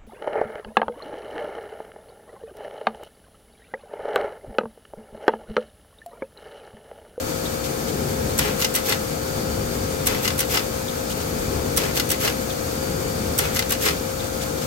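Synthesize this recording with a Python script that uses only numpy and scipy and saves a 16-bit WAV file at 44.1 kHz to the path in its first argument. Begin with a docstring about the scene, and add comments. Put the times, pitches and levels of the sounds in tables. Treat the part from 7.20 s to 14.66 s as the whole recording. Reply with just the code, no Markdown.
"""Beside the cabinet of a pick-and-place machine, on a stereo microphone: four working cycles over the
steady hum of fans and a vacuum pump. The gantry rumbles as it travels; over the board the head only
puffs and whirrs faintly. Once a cycle an air cylinder, probably the tape cutter, shoots forward and
returns: each stroke is a valve spit, a rustling slide and a clack on the stop, ringing in the cabinet."""
import sys
import numpy as np
from scipy import signal
from scipy.fft import rfft, irfft, next_fast_len
from scipy.io import wavfile

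SR = 44100
rng = np.random.default_rng(int(sys.argv[2]) if len(sys.argv) > 2 else 0)


def wav_out(sig):
    """Save sig, one row per channel (or a flat mono array), as 16-bit PCM at SR to the path in sys.argv[1]."""
    wavfile.write(sys.argv[1], SR, np.round(np.clip(np.atleast_2d(sig).T, -1, 1) * 32767).astype(np.int16))


N = 328986
FFT_SIZE = next_fast_len(N + 8192, True)
HZ = np.fft.rfftfreq(FFT_SIZE, 1 / SR)
TIME = np.arange(N) / SR

# Modes of the struck steel parts. Each row: pitch in Hz, width in Hz, relative level in dB.
STEEL_MODES = [(860, 70, -7), (1500, 140, -4), (2030, 120, 3), (2830, 130, 5), (4340, 200, 1),
               (5050, 260, 4), (5500, 150, -1), (5960, 130, 1), (6770, 120, 0), (8450, 250, -2)]


def gain_of(db):
    """Decibels to amplitude."""
    return 10 ** (np.asarray(db) / 20)


def unit_rms(x):
    """Scales to unit rms."""
    return x / np.sqrt(np.mean(abs(x) ** 2) + 1e-20)


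def curve(points, hz=HZ):
    """Joins (Hz, value) points on a log-frequency axis."""
    point_hz, value = np.transpose(points)
    return np.interp(np.log(hz + 1), np.log(point_hz + 1), value)


def panned(db):
    """Stereo gains that make the left db louder than the right."""
    return gain_of(np.array([[.5], [-.5]]) * db)


def drift(size, count):
    """A smooth curve of unit rms through count random points."""
    return unit_rms(signal.resample(rng.standard_normal(count), size))


def body(spectrum, modes=()):
    """Response of a broad spectrum with ringing modes on top; unit mean power."""
    ring = sum(gain_of(db) / (1 + 2j * (HZ - hz) / width) for hz, width, db in modes)
    return unit_rms(gain_of(curve(spectrum)) * (1 + ring))


def through(x, response):
    """Filters by a frequency response."""
    return irfft(rfft(x, FFT_SIZE) * response, FFT_SIZE)[..., :N]


def burst(envelope, colour_db):
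    """Stereo turbulence under an envelope; colour_db maps Hz to dB."""
    hz = np.fft.rfftfreq(len(envelope), 1 / SR).clip(300)
    noise = rfft(rng.standard_normal((2, len(envelope)))) * gain_of(colour_db(hz))
    return envelope * irfft(noise, len(envelope))


def tilted(db_per_octave):
    """A spectral slope that pivots at 4 kHz."""
    return lambda hz: db_per_octave * np.log2(hz / 4000)


def add(mix, s, sound):
    """Mixes a sound in at s seconds."""
    part = mix[:, max(round(s * SR), 0):][:, :sound.shape[1]]
    part += sound[:, :part.shape[1]]


def timed(pattern, s, db=0):
    """Places a pattern of (delay, dB, ..) rows at s seconds, db stronger."""
    return [(s + delay, db + level, *rest) for delay, level, *rest in pattern]


def fans(level_db=-29.5, ripple_db=2.5, flutter_db=.5):
    """Rushing air, finely coloured in the treble by the standing waves of the cabinet."""
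    # Spectrum of the rush. Each row: frequency in Hz, relative level in dB.
    spectrum = [(30, -20), (65, -3.5), (150, -2), (300, -3), (520, -5.5), (650, -5), (1000, -11),
                (1400, -12), (2000, -18), (3000, -18), (4000, -18), (7200, -18.5), (8600, -19),
                (10300, -21.5), (15700, -24)]
    # Duct resonances. Each row: pitch in Hz, width in Hz, dB against the rush.
    ducts = [(2330, 170, -0.5), (3520, 100, -9), (4420, 72, -1), (4680, 76, 2), (5470, 110, -6.5),
             (5920, 45, -11.5), (6440, 40, -1), (6660, 40, 0), (6960, 130, -4), (9180, 55, -2),
             (9470, 310, -9), (11100, 93, 0), (11670, 350, 0.5), (12900, 250, -4), (14650, 300, -13)]
    # Lean of the rush. Each row: frequency in Hz, left minus right in dB.
    balance = [(40, 15), (130, 6), (500, 0.5), (900, 1.5), (2500, -0.5), (4300, 3.5), (5000, 3.5),
               (6300, 7.5), (7200, 2.5), (8500, -0.5)]
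    depth_db = ripple_db * np.minimum(HZ / 2000, 1)
    ripple = gain_of(depth_db * np.array([drift(len(HZ), count=900) for side in range(2)]))
    rush = through(rng.standard_normal((2, N)), body(spectrum, ducts) * ripple * panned(curve(balance)))
    return rush * gain_of(level_db + flutter_db * drift(N, count=200))


def hum(waver=.13, throb_db=1):
    """Fan blade and pump tones, each wavering a little in phase and strength."""
    # Each row: pitch in Hz, level in dB, left minus right in dB, lead of the left in radians.
    tones = [(226, -51, 6, 0), (238, -46, 12, -.3), (300, -42.5, 6.5, -1.6), (476, -37.2, 10.5, 2.7),
             (501, -55, 8, 0), (527.4, -43, 22.5, .5), (658, -54, 4, 3), (713, -44.5, 7, -2.9),
             (827, -52, 9, -1.2), (856, -47, -1, 3), (875, -55, 4, 3), (950, -57, 3, 2.5),
             (1140, -62, 15, 1.8), (1282, -50, 15, -2.7), (1425, -48, 4, -2.1), (1567, -57.5, 0, -1),
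             (1585, -54.5, 0, -2.5), (1710, -60, 11, -2.2), (1996, -59, 0, -1.2), (2305, -60.5, 7, -.5),
             (4465, -58.5, 5, .3), (6918, -60, 0, -.5)]
    out = np.zeros((2, N))
    for hz, db, balance_db, lead in tones:
        wander = drift(N, count=120) + 3 * drift(N, count=12)
        phase = 2 * np.pi * hz * TIME + waver * np.sqrt(hz / 500) * wander
        amplitude = np.sqrt(2) * gain_of(db + throb_db * drift(N, count=160))
        out += amplitude * panned(balance_db) * np.cos([phase + lead, phase])
    return out


def gantry(swing=1.9):
    """The moving mass shakes the frame while the bearings roll along their rails."""
    # Swells of travel, before swing deepens their dips. Each row: time in seconds, thrum dB, roll dB.
    travel = [(0, -36, -32), (0.42, -38.3, -32.5), (0.8, -33.3, -28.3), (1.1, -31.8, -29.2),
              (1.4, -34.5, -30.2), (1.55, -40.5, -32.5), (2.05, -37.5, -32), (2.2, -36, -29.3),
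              (2.38, -32.5, -29.7), (2.9, -33.7, -30.5), (3.74, -37, -33.3), (4.35, -32, -28.1),
              (4.96, -37, -32), (5.06, -34.5, -30.6), (5.31, -39, -32.7), (5.84, -33.8, -28.5),
              (6.3, -33.2, -30.3), (6.56, -35.6, -32.2), (6.71, -35.8, -29.8), (6.91, -36.5, -34.3),
              (7.46, -38, -31.2)]
    # Spectra of frame and rails. Each row: frequency in Hz, relative level in dB.
    thrum = [(20, -28), (35, -10), (52, -2.5), (70, -3.5), (100, -1), (125, -13), (200, -40)]
    roll = [(90, -19), (125, 0.5), (175, -2), (235, 0), (340, -4), (430, 1.5), (600, -12), (1200, -17.5),
            (3000, -29), (8000, -39), (14000, -50)]
    # Their resonances. Each row: pitch in Hz, width in Hz, dB against the spectrum.
    frame_modes = [(71.3, 9.9, 5.5), (97, 11, 2)]
    rail_modes = [(149, 12, 1.5), (243, 31, -14), (432, 17, -15.5)]
    s, thrum_db, roll_db = np.transpose(travel)
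    frame, rails = body(thrum, frame_modes), body(roll, rail_modes)
    out = np.zeros((2, N))
    for response, db, gain_db in (frame, thrum_db, -1.1), (rails, roll_db, 0.3):
        push_db = db.max() + swing * (db - db.max())  # slow travel is much quieter than fast
        rumble = through(rng.standard_normal((2, N)), response)
        out += rumble * gain_of(np.interp(TIME, s, push_db) + gain_db)
    return out * panned(db=4.5)


def head_whirr(rise_s=.12, fall_s=.24, idle_db=-59):
    """The head drives give narrow, fuzzy whistles that swell and fade as the head moves."""
    # Whistle bands. Each row: pitch in Hz, width in Hz, relative level in dB.
    bands = [(4530, 60, -2), (4740, 50, 4), (4650, 50, -1), (6960, 80, -5), (7060, 50, -1)]
    # Moves of the head. Each row: peak time in seconds, level in dB.
    moves = [(0.03, -49), (0.6, -51.5), (2.1, -45.5), (2.42, -49), (4.2, -48), (5.7, -43)]
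    response = sum(gain_of(db) / (1 + (2 * (HZ - hz) / width) ** 2) for hz, width, db in bands)
    whistles = unit_rms(through(rng.standard_normal((2, N)), response))
    swells = np.zeros(N)
    for s, db in moves:
        width_s = np.where(TIME < s, rise_s, fall_s)
        swells += gain_of(db) * np.exp(-((TIME - s) / width_s) ** 2 / 2)
    return whistles * np.hypot(swells, gain_of(idle_db)) * panned(db=5)


def puffs(events, length_s, centre_hz, octaves):
    """Soft, short puffs of air from the far side of the machine; the narrow ones whistle."""
    out, shape = np.zeros((2, N)), signal.windows.tukey(int(length_s * SR), .5)
    for s, db in events:
        air = burst(shape, lambda hz: -3 * (np.log2(hz / centre_hz) / octaves) ** 2)
        add(out, s, gain_of(db) * unit_rms(air))
    return out * panned(db=2)


def head_air():
    """Air chirps over the board and blows off faintly as the head sets parts down."""
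    # Each row: start in seconds, level in dB.
    chirps = [(0.25, -37), (3.677, -36.5), (5.297, -38.5), (6.99, -37.5)]
    blow_offs = [(0.434, -34), (0.668, -35.5), (3.892, -33), (3.995, -37.5), (7.204, -33), (7.41, -36)]
    return (puffs(chirps, length_s=.028, centre_hz=3550, octaves=.11)
            + puffs(blow_offs, length_s=.044, centre_hz=3950, octaves=.95))


def valves(spits, gain_db=-0.2, rise_s=0.0015, fall_s=0.0019):
    """Each valve opens and lets out a few milliseconds of air, which rings its channels."""
    # Spectrum of the jet. Each row: frequency in Hz, relative level in dB.
    jet = [(300, -32), (1200, -10), (3500, -1.5), (5000, -8.5), (8000, -2), (9500, 3), (12500, 4.5),
           (13500, -6), (16000, 3.5)]
    # Channel resonances. Each row: pitch in Hz, width in Hz, dB against the jet.
    channels = [(4900, 200, -3), (5900, 350, 10.5), (7970, 430, 4.5), (9250, 220, -14.5), (12400, 230, -34)]
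    out, t = np.zeros((2, N)), np.arange(2048) / SR
    for s, db, open_s in spits:
        flow = (1 - np.exp(-t / rise_s)) * np.exp(-np.maximum(t - open_s, 0) / fall_s)
        add(out, s, gain_of(db) * flow * rng.standard_normal((2, len(t))))
    return through(out, body(jet, channels)) * gain_of(gain_db) * panned(db=-0.5)


def steel_ring(t, damping=0.62, spread=0.016):
    """Free ring of the struck steel parts, reaching each microphone port in its own phase."""
    hz, width, db = np.transpose(STEEL_MODES)[..., None]
    hz = hz * (1 + spread * rng.standard_normal(hz.shape))  # no two blows ring quite alike
    phase = 2 * np.pi * rng.random((2, len(hz), 1))
    modes = gain_of(db) * np.exp(-np.pi * damping * width * t) * np.sin(2 * np.pi * hz * t + phase)
    return modes.sum(1)


def clacks(blows, ring_db=-13, ring_per_tilt=3, rise_s=0.0015):
    """A chattering contact strikes the small metal parts; hard, bright blows ring on the most."""
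    # Spectrum of the contact. Each row: frequency in Hz, relative level in dB.
    spectrum = [(150, -20), (500, -16), (1000, 1.5), (2500, -1), (3600, 1), (6000, -4.5), (9000, -8.5),
                (12500, -7.5), (16000, -14)]
    chatter, ring, t = np.zeros((2, N)), np.zeros((2, N)), np.arange(4096) / SR
    onset = 1 - np.exp(-t / rise_s)
    for s, db, decay_s, tilt in blows:
        contact = onset * np.exp(-t / decay_s)
        add(chatter, s, burst(gain_of(db) * contact / np.sqrt(contact.max()), tilted(tilt)))
        add(ring, s, gain_of(db + ring_db + ring_per_tilt * tilt) * onset * steel_ring(t))
    return (through(chatter, body(spectrum, STEEL_MODES)) + ring) * panned(db=2)


def rustles(swells, gain_db=0.86, grain_db=2.0):
    """Swells of venting air and sliding parts, broken into small grains."""
    # Spectrum of the rustle. Each row: frequency in Hz, relative level in dB.
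    spectrum = [(150, -27), (400, 4), (700, -3.5), (1200, -0.5), (2500, 2.5), (4000, -1), (6000, -0.5),
                (9000, -5.5), (11000, -3), (12300, -1), (13300, -3), (16000, -10.5)]
    out, t = np.zeros((2, N)), np.arange(-8192, 16384) / SR
    for s, db, rise_s, fall_s, tilt in swells:
        swell = np.exp(-(np.minimum(t, 0) / rise_s) ** 2 / 2 - np.maximum(t, 0) / fall_s)
        add(out, s + t[0], burst(gain_of(db) * swell, tilted(tilt)))
    grains = gain_of(gain_db + grain_db * drift(N, count=4000))
    return through(out * grains, body(spectrum)) * panned(db=1.5)


def cylinder(bounce_decay_s=.005, bounce_tilt=-1.5):
    """On each stroke the valve spits, the linkage jolts, air vents, the piston slides and hits a stop."""
    # Forward strokes, times in seconds. Each row: valve time, valve dB, slide dB, arrival hiss dB,
    # stop time, stop dB.
    forward_strokes = [(1.186, 0.3, 2.5, 0.3, 1.445, 0.7), (2.867, 0.5, -0.8, -0.3, 3.077, -1),
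                       (4.571, -0.3, 0.4, 0, 4.797, 0), (6.185, 0, -1, -1.5, 6.391, 0.3)]
    # Returns. Each row: valve time, valve dB, second spit time, slide dB, stop time, stop dB.
    return_strokes = [(1.549, 0.8, 1.557, -2, 1.722, 0.3), (3.189, 0, 3.202, 0, 3.371, 0.3),
                      (4.900, -0.3, 4.913, -0.2, 5.076, -1.5), (6.504, -0.8, 6.520, 1.3, 6.684, 0.7)]
    # A pilot spit, the main one, a second on the return, and air squeezed out just before a stop.
    # Each row: delay in seconds, relative level in dB, length in seconds.
    forward_valve = [(-.008, -18, .004), (0, -12, .0078)]
    return_valve = [(-.011, -23, .006), (0, -14.8, .0065)]
    second_spit = [(-.001, -15.8, .009)]
    forward_cushion = [(-.030, -20.5, .003)]
    return_cushion = [(-.062, -29, .005), (-.031, -19, .005)]
    # The linkage takes up its slack; at the far end come first touches, then the blow on the stop.
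    # Each row: delay in seconds, relative level in dB, decay in seconds, tilt in dB per octave.
    forward_jolt = [(.005, -17, .0056, -2), (.029, -26, .004, 0.5)]
    return_jolt = [(-.010, -24.5, .005, -2.5), (.002, -23, .007, -2), (.014, -24, .005, 0.8),
                   (.028, -27.5, .005, -2)]
    forward_stop = [(-.030, -19.5, .003, 0.5), (-.024, -16.7, .0045, 1), (0, -13.2, .0055, 1.6)]
    return_stop = [(-.025, -18, .006, 0.2), (0, -14.3, .0058, -0.4), (.022, -23.5, .005, -1)]
    # Venting air and sliding parts. Each row: delay of the peak in seconds, relative level in dB,
    # rise and fall in seconds, tilt in dB per octave.
    forward_vent = [(.020, -26.4, .014, .031, -0.8)]
    forward_slide = [(.068, -28, .026, .06, -3)]
    forward_arrival = [(-.038, -30.5, .01, .02, 3.3), (-.012, -27.8, .024, .028, -0.6)]
    return_vent = [(.019, -28.5, .016, .03, -1.2)]
    return_slide = [(-.055, -27.3, .015, .04, 2), (-.011, -23.5, .025, .038, -2.3)]
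    # The piston twice bounces off the forward stop. Each row: start in seconds, relative level in dB.
    bounces = [(3.103, -18.7), (6.423, -20.5)]
    spits, blows, swells = [], [], []
    for valve_s, valve_db, slide_db, arrival_db, stop_s, stop_db in forward_strokes:
        spits += timed(forward_valve, valve_s, valve_db) + timed(forward_cushion, stop_s, stop_db)
        blows += timed(forward_jolt, valve_s, valve_db) + timed(forward_stop, stop_s, stop_db)
        swells += timed(forward_vent, valve_s, valve_db) + timed(forward_slide, valve_s, slide_db)
        swells += timed(forward_arrival, stop_s, arrival_db)
    for valve_s, valve_db, second_s, slide_db, stop_s, stop_db in return_strokes:
        spits += timed(return_valve, valve_s, valve_db) + timed(second_spit, second_s)
        spits += timed(return_cushion, stop_s, stop_db)
        blows += timed(return_jolt, second_s) + timed(return_stop, stop_s, stop_db)
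        swells += timed(return_vent, valve_s, valve_db) + timed(return_slide, stop_s, slide_db)
    blows += [(s, db, bounce_decay_s, bounce_tilt) for s, db in bounces]
    return valves(spits) + clacks(blows) + rustles(swells)


def cabinet(x, wet_db=-9):
    """Dense reflections from the metal walls; the treble dies first."""
    # Each row: frequency in Hz, seconds to fall by 60 dB.
    decay_times = [(200, 0.64), (1500, 0.16), (5000, 0.12), (15000, 0.056)]
    hz, t, noise = signal.stft(rng.standard_normal((2, SR // 3)), SR, nperseg=256)
    decay = gain_of(-60 * t / curve(decay_times, hz)[:, None]) * (t > 0)
    tail = signal.istft(noise * decay, SR, nperseg=256)[1]
    return x + gain_of(wet_db) * signal.fftconvolve(x, tail / np.linalg.norm(tail[0]), axes=1)[:, :N]


def microphone_ports(x):
    """Two ports share the bass and the top treble, with a phase difference between them."""
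    # Each row: frequency in Hz, left-right coherence from 0 to 1.
    likeness = [(60, 0.97), (150, 0.84), (300, 0.78), (500, 0.48), (1500, 0.65), (7800, 0.3), (9000, 0.47),
                (10200, 1), (11200, 1), (12100, .98), (13000, 0.37), (13900, .98), (14700, 0.95),
                (15600, 0.81)]
    # Each row: frequency in Hz, dB by which shared sound is weaker on the right.
    shade = [(50, 2.7), (200, 3), (6000, 26.5), (8500, 0)]
    # Each row: frequency in Hz, lead of the right port in radians.
    lead = [(300, 0), (800, -3.4), (1500, -4.4), (2400, -3.1), (2900, -.7), (4400, 0), (8400, .3),
            (10230, 3.14), (12050, 6.28), (13900, 9.42), (15600, 12.57)]
    coherence = np.clip(curve(likeness), 0, 1)
    shared = coherence * gain_of(-curve(shade)) * np.exp(1j * curve(lead))
    right = through(x[0], shared) + through(x[1], np.sqrt(1 - coherence ** 2))
    return np.array([x[0], right])


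def scene():
    """The working head and the air cylinder in its cabinet, over fans, gantry and hum."""
    head = head_air() + head_whirr()
    return microphone_ports(cabinet(cylinder()) + head + fans() + gantry()) + hum()


def record(dry, edge_hz=15900):
    """The recorder cuts off the highest treble."""
    lowpass = signal.firwin(511, edge_hz, window=("kaiser", 9), fs=SR)
    return signal.oaconvolve(dry, lowpass[None], "same")


dry = scene()
out = record(dry)
wav_out(out)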